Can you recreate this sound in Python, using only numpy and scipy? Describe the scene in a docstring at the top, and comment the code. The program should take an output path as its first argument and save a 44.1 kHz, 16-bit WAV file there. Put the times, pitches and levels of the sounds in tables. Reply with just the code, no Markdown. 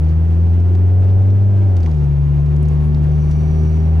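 """Front seat of a car in traffic, heard close on the microphone of a hand-held camera.
From the start, tyres rumble through the floor, traffic hisses through the glass, and camera and trim tick.
The four-cylinder engine booms in the cabin and revs up; just before 2 s it shifts up, as the lens whirs.
Then a faint gear whine climbs with road speed and fingers brush the camera twice.
In the last second the lens motor runs again while the engine pulls on."""
import sys
import numpy as np
from scipy import signal
from scipy.fft import rfft, irfft
from scipy.io import wavfile
from scipy.ndimage import uniform_filter1d, map_coordinates

SR = 44100
rng = np.random.default_rng(int(sys.argv[2]) if len(sys.argv) > 2 else 0)


def wav_out(sig):
    """Save sig, one row per channel (or a flat mono array), as 16-bit PCM at SR to the path in sys.argv[1]."""
    wavfile.write(sys.argv[1], SR, np.round(np.clip(np.atleast_2d(sig).T, -1, 1) * 32767).astype(np.int16))


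N = 176400

# engine speed and cabin boom: t/s, firing rate/Hz, level at that rate/dB, level an octave up/dB
ENGINE = [(0.0, 77.4, -13.3, -20.3), (0.15, 79.6, -12.6, -22.5), (0.4, 84.0, -11.4, -24.4),
          (0.9, 91.1, -10.6, -33.0), (1.15, 95.0, -10.1, -31.4), (1.45, 99.2, -11.0, -29.8),
          (1.64, 97.7, -10.7, -30.1), (1.76, 89.8, -11.4, -33.0), (1.9, 76.7, -14.8, -20.4),
          (2.02, 71.8, -17.1, -15.8), (2.2, 71.2, -17.3, -14.7), (2.65, 74.2, -15.3, -16.0),
          (3.1, 74.2, -16.0, -16.0), (3.5, 76.5, -14.9, -17.9), (3.85, 78.3, -13.3, -20.3),
          (4.0, 79.7, -12.0, -21.6)]
# response of the plastic shell, rung by ticks and lens motor: f/Hz, relative level/dB
SHELL = [(400, -10), (900, 5.5), (2000, 1.5), (4000, 0.5), (6200, 0), (7600, -7), (9800, -9),
         (12000, -14.5), (15500, -23.5)]


def undb(db):
    """Decibels to gain."""
    return 10 ** (np.asarray(db) / 20)


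def unit(x):
    """Scale to rms 1."""
    return x / np.sqrt(np.mean(x ** 2))


def times():
    """Time of every sample in seconds."""
    return np.arange(N) / SR


def curve(points):
    """Join (t/s, value) points by straight lines."""
    return np.interp(times(), *np.array(points, float).T)


def colour(x, points):
    """Filter by a curve of (f/Hz, gain/dB) points."""
    hz, db = np.array(points, float).T
    f = np.maximum(np.fft.rfftfreq(x.shape[-1], 1 / SR), 1)
    gain = undb(np.interp(np.log(f), np.log(hz), db))
    return irfft(rfft(x) * gain, x.shape[-1])


def drift(rate_hz):
    """Smooth random drift of rms 1."""
    step = max(int(SR / rate_hz), 1)
    path = np.interp(np.arange(N) / step, np.arange(1024), rng.standard_normal(1024))
    return unit(uniform_filter1d(path, step))


def spread(mid, side):
    """Mid and side to left and right, as wide as the cabin makes each band."""
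    # stereo width at the microphone: f/Hz, side gain/dB
    width = [(30, -15), (120, -11), (250, -4.5), (500, -8), (1000, -5.5), (2000, -6), (4000, -9),
             (8000, -7.5), (13000, -17.5)]
    return mid + colour(side, width) * np.array([[1], [-1]])


def noise(points):
    """Stereo noise of a given colour, rolled off above its last point."""
    f = np.fft.rfftfreq(N, 1 / SR)
    roll_off = 1 / np.sqrt(1 + (f / points[-1][0]) ** 8)
    coloured = (colour(rng.standard_normal(N), points) for _ in range(2))
    mid, side = (unit(irfft(rfft(x) * roll_off, N)) for x in coloured)
    return spread(mid, side)


def road(rumble_rise_db_per_s=.4, hiss_rise_db_per_s=.54):
    """Tyres below and traffic outside swell slowly as the car gathers speed."""
    # tyre rumble through the floor: f/Hz, relative spectral level/dB
    tyres = [(12, -13), (24, -1), (32, -6.5), (43, 4), (60, -2.5), (115, 0.5), (180, -7), (270, -12),
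             (370, -12), (500, -20), (900, -34)]
    # traffic and tyre hiss through the glass: f/Hz, relative spectral level/dB
    traffic = [(300, -4), (520, -2), (740, -2.5), (1080, -10), (1600, -14), (2700, -19), (3800, -26.5),
               (6400, -31.5), (7400, -36.5), (9600, -37), (12000, -43), (15500, -47)]
    t = times() - times().mean()
    rumble = noise(tyres) * undb(-28.5 + rumble_rise_db_per_s * t + .55 * drift(2.6))
    hiss = noise(traffic) * undb(-42.5 + hiss_rise_db_per_s * t + .86 * drift(40) + .4 * drift(3.4))
    return rumble + hiss


def brushes(fade_s=.01):
    """Skin slides over the camera, right by the microphone, with a thin, uneven hiss."""
    # finger strokes: t/s, length/s, level/dB
    strokes = [(2.69, 0.059, -70), (2.813, 0.079, -65.5)]
    # skin rubbing on the camera: f/Hz, relative spectral level/dB
    friction = [(4000, -33), (8800, -8), (9500, 0.5), (11200, -5), (12200, -2), (12800, -16), (15000, -31)]
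    t = times()
    touch = sum(undb(db) * np.clip(np.minimum(t - start, start + length - t) / fade_s, 0, 1)
                for start, length, db in strokes)
    return noise(friction) * touch * undb(2 * drift(120))


def lens_motor(sag_per_s=.028):
    """The lens motor runs by the microphone: a grainy whir, and narrow gear resonances that sag a little."""
    # motor runs: start/s, end/s, ramp/s, whine level/dB, whir level/dB
    runs = [(1.8, 2.05, 0.054, -75, -60.5), (3.019, 3.972, 0.24, -57, -60)]
    # resonances of its gears: f/Hz, width/Hz, relative level/dB
    modes = [(2300, 200, 2.5), (4400, 220, -5), (5800, 130, 2), (6050, 100, -5.5), (8700, 220, -13.5),
             (9400, 280, -13.5), (10000, 180, -14.5), (10990, 130, -17.5)]
    t, f = times(), np.fft.rfftfreq(N, 1 / SR)
    response = sum(undb(db) / np.sqrt(width) / (1 + (2 * (f - hz) / width) ** 2)
                   for hz, width, db in modes)
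    whine = unit(irfft(rfft(rng.standard_normal(N)) * response, N))
    whir = noise(SHELL) * undb(1.5 * drift(90))
    out = 0
    for start, end, ramp_s, whine_db, whir_db in runs:
        running = np.clip(np.minimum(t - start, end - t) / ramp_s, 0, 1)
        speed = 1 - sag_per_s * (t - (start + end) / 2)
        sagging = map_coordinates(whine, [np.cumsum(speed)], mode="mirror")
        out = out + running * (undb(whine_db) * sagging + undb(whir_db) * whir)
    return out


def tick(db, peak_hz, slope_db, decay_s, attack_s=.0004):
    """A brief crack dies away in the plastic shell, its spectrum weighted towards one frequency."""
    t = np.arange(4096) / SR
    spectrum = [(hz, level - slope_db * abs(np.log2(hz / peak_hz))) for hz, level in SHELL]
    mid, side = (unit(colour(rng.standard_normal(len(t)), spectrum)) for _ in range(2))
    envelope = np.minimum(t / attack_s, 1) * np.exp(-t / decay_s)
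    return spread(mid, side) * undb(db) * envelope


def ticks(faint_count=36):
    """Camera and trim tick close by, with fainter ticks scattered at random between the clear ones."""
    # clear ticks: t/s, level/dB, emphasis f/Hz, fall either side/(dB per octave), decay/s
    clear = [(.088, -52.5, 4020, 2, 0.017), (0.321, -63.5, 8900, 16, 0.0055), (.602, -50.5, 8000, 2, .003),
             (0.751, -45, 3500, 3, 0.0042), (1.099, -52, 2970, 20, 0.0059), (1.303, -48.5, 4500, 28, .003),
             (1.767, -38.5, 5030, 0.5, 0.0043), (1.804, -46.5, 5060, 10, 0.0044),
             (1.83, -44, 4000, 6, 0.0076), (1.861, -37, 1810, 5.5, 0.0057), (1.874, -37.5, 850, 22, 0.019),
             (1.913, -48, 4000, 6, 0.0056), (1.944, -53, 5030, 2, 0.0037), (2.042, -52, 11000, 6, 0.0034),
             (2.46, -50, 5000, 6.5, .004), (2.564, -41.5, 4270, 5, 0.0022), (2.629, -44, 9300, 31, .0015),
             (2.653, -51, 3780, 8, 0.0054), (2.686, -41, 9000, 9, 0.00094),
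             (2.946, -39.5, 3700, 10.5, 0.0021), (3.04, -52, 9000, 14, .004), (3.311, -44, 6000, 0.5, .009)]
    faint = [(when * N / SR, -59 + 7 * force, 4000 + 4000 * brightness, 6, .002)
             for when, force, brightness in rng.random((faint_count, 3))]
    out = np.zeros((2, N))
    for start_s, *shape in clear + faint:
        i = int(start_s * SR)
        sound = tick(*shape)[:, :N - i]
        out[:, i:i + sound.shape[1]] += sound
    return out


def high_gear(shift_s=1.85, length_s=.25):
    """0 in the low gear, rising to 1 through the shift."""
    return np.clip((times() - shift_s) / length_s + .5, 0, 1)


def gear_whine(mesh_start_hz=713, speed_gain_per_s=.19):
    """The meshing teeth of the high gear sing faintly, rising in pitch with road speed."""
    # two swells of the whine: t/s, level/dB
    swells = [(1.9, -64.5), (2.15, -58), (2.6, -54), (3.2, -61), (3.6, -55), (3.9, -66.5)]
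    mesh_hz = mesh_start_hz * (1 + speed_gain_per_s * times()) * (1 + .003 * drift(25))
    phase = 2 * np.pi * np.cumsum(mesh_hz) / SR
    amplitude = np.sqrt(2) * high_gear() * undb(curve(swells) + 1.5 * drift(10))
    return spread(amplitude * np.cos(phase), amplitude * np.cos(phase + 2 * drift(2)))


def growl(firing_hz, firings, cylinder_scatter=.55, firing_scatter=.31, decay_s=.036):
    """Four unequal cylinders knock the body panels, harder at high revs."""
    # response of the body panels: f/Hz, relative level/dB
    panels = [(100, -23.5), (200, -13.5), (290, -5.5), (380, -1.5), (480, -2.5), (580, -0.5), (750, 2),
              (1100, -22.5), (2000, -31.5), (4000, -50.5)]
    onsets = np.flatnonzero(np.diff(np.floor(firings)) > 0)
    strength = 1 + cylinder_scatter * np.array([1, -1, 0, 0])[np.arange(len(onsets)) % 4]
    knocks = np.zeros(N)
    knocks[onsets] = strength + firing_scatter * rng.standard_normal(1024)[:len(onsets)]
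    rings = rng.standard_normal((2, 4096)) * np.exp(-np.arange(4096) / SR / decay_s)
    mid, side = (unit(colour(signal.fftconvolve(knocks, ring)[:N], panels)) for ring in rings)
    rev_octaves = np.log2(firing_hz / firing_hz.mean())
    return spread(mid, side) * undb(-44.5 + 8.5 * rev_octaves)


def orders(firings, waver_db=3):
    """The weaker engine orders waver; their balance changes with the gear."""
    # orders before the load gain: multiple of the firing rate, low-gear level/dB, high-gear level/dB
    partials = [(.5, -46.5, -40.5), (1.5, -53, -39.5), (2.5, -46, -55), (2.75, -43.5, -55.5), (3, -42, -32),
                (3.25, -47.5, -59.5), (3.5, -43, -56), (4, -42.5, -49), (4.25, -44, -52), (4.5, -45, -56),
                (5, -47.5, -39), (6, -48.5, -54), (6.25, -50.5, -61), (7, -52.5, -53.5), (10, -61, -55.5),
                (12, -74, -62.5), (16.15, -61.5, -76.5)]
    gear, mid, side = high_gear(), 0, 0
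    for multiple, low_db, high_db in partials:
        amplitude = np.sqrt(2) * undb(low_db + (high_db - low_db) * gear + waver_db * drift(6.2))
        phase = 2 * np.pi * (multiple * firings + rng.random()) + .35 * drift(12)
        mid = mid + amplitude * np.cos(phase)
        side = side + amplitude * np.cos(phase + 2 * np.pi * rng.random() + drift(.9))
    return spread(mid, side)


def boom(firing_hz, firings, left_lag_s=.00055, waver_db=.15):
    """The firing rate and its octave resonate in the cabin air, a little louder and later on the left."""
    t, _, fundamental_db, octave_db = np.array(ENGINE).T
    pan = np.array([[.5], [-.5]])
    cycles = firings - firing_hz * left_lag_s * pan
    out = 0
    for harmonic, db, pan_db in ((1, fundamental_db, .85), (2, octave_db, 3.5)):
        level_db = np.interp(times(), t, db) + waver_db * drift(12) + pan_db * pan
        out = out + np.sqrt(2) * undb(level_db) * np.cos(2 * np.pi * harmonic * cycles)
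    return out


def engine(speed_jitter=.003):
    """The engine, just ahead of the seat: one speed curve drives its boom, orders and growl."""
    # engine load, which lifts the orders and the growl: t/s, gain/dB
    load = [(0, -1.5), (.3, -3.5), (1.0, 0.5), (1.45, -2.5), (1.72, 2.5), (1.95, 1), (2.2, -9.5),
            (2.6, -0.5), (3.1, -0.5), (4, 0)]
    t, rate_hz = np.array(ENGINE).T[:2]
    firing_hz = np.interp(times(), t, rate_hz) * (1 + speed_jitter * drift(25))
    firings = np.cumsum(firing_hz) / SR + 1 / 4  # running count: one cycle per firing
    return boom(firing_hz, firings) + undb(curve(load)) * (orders(firings) + growl(firing_hz, firings))


def scene():
    """Everything that reaches the microphone at the front seat."""
    return engine() + gear_whine() + road() + ticks() + brushes() + lens_motor()


def record(dry):
    """The camera cuts the treble steeply above 15.7 kHz."""
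    low_pass = signal.ellip(8, .2, 70, 15700, fs=SR, output="sos")
    return signal.sosfilt(low_pass, dry)


dry = scene()
out = record(dry)
wav_out(out)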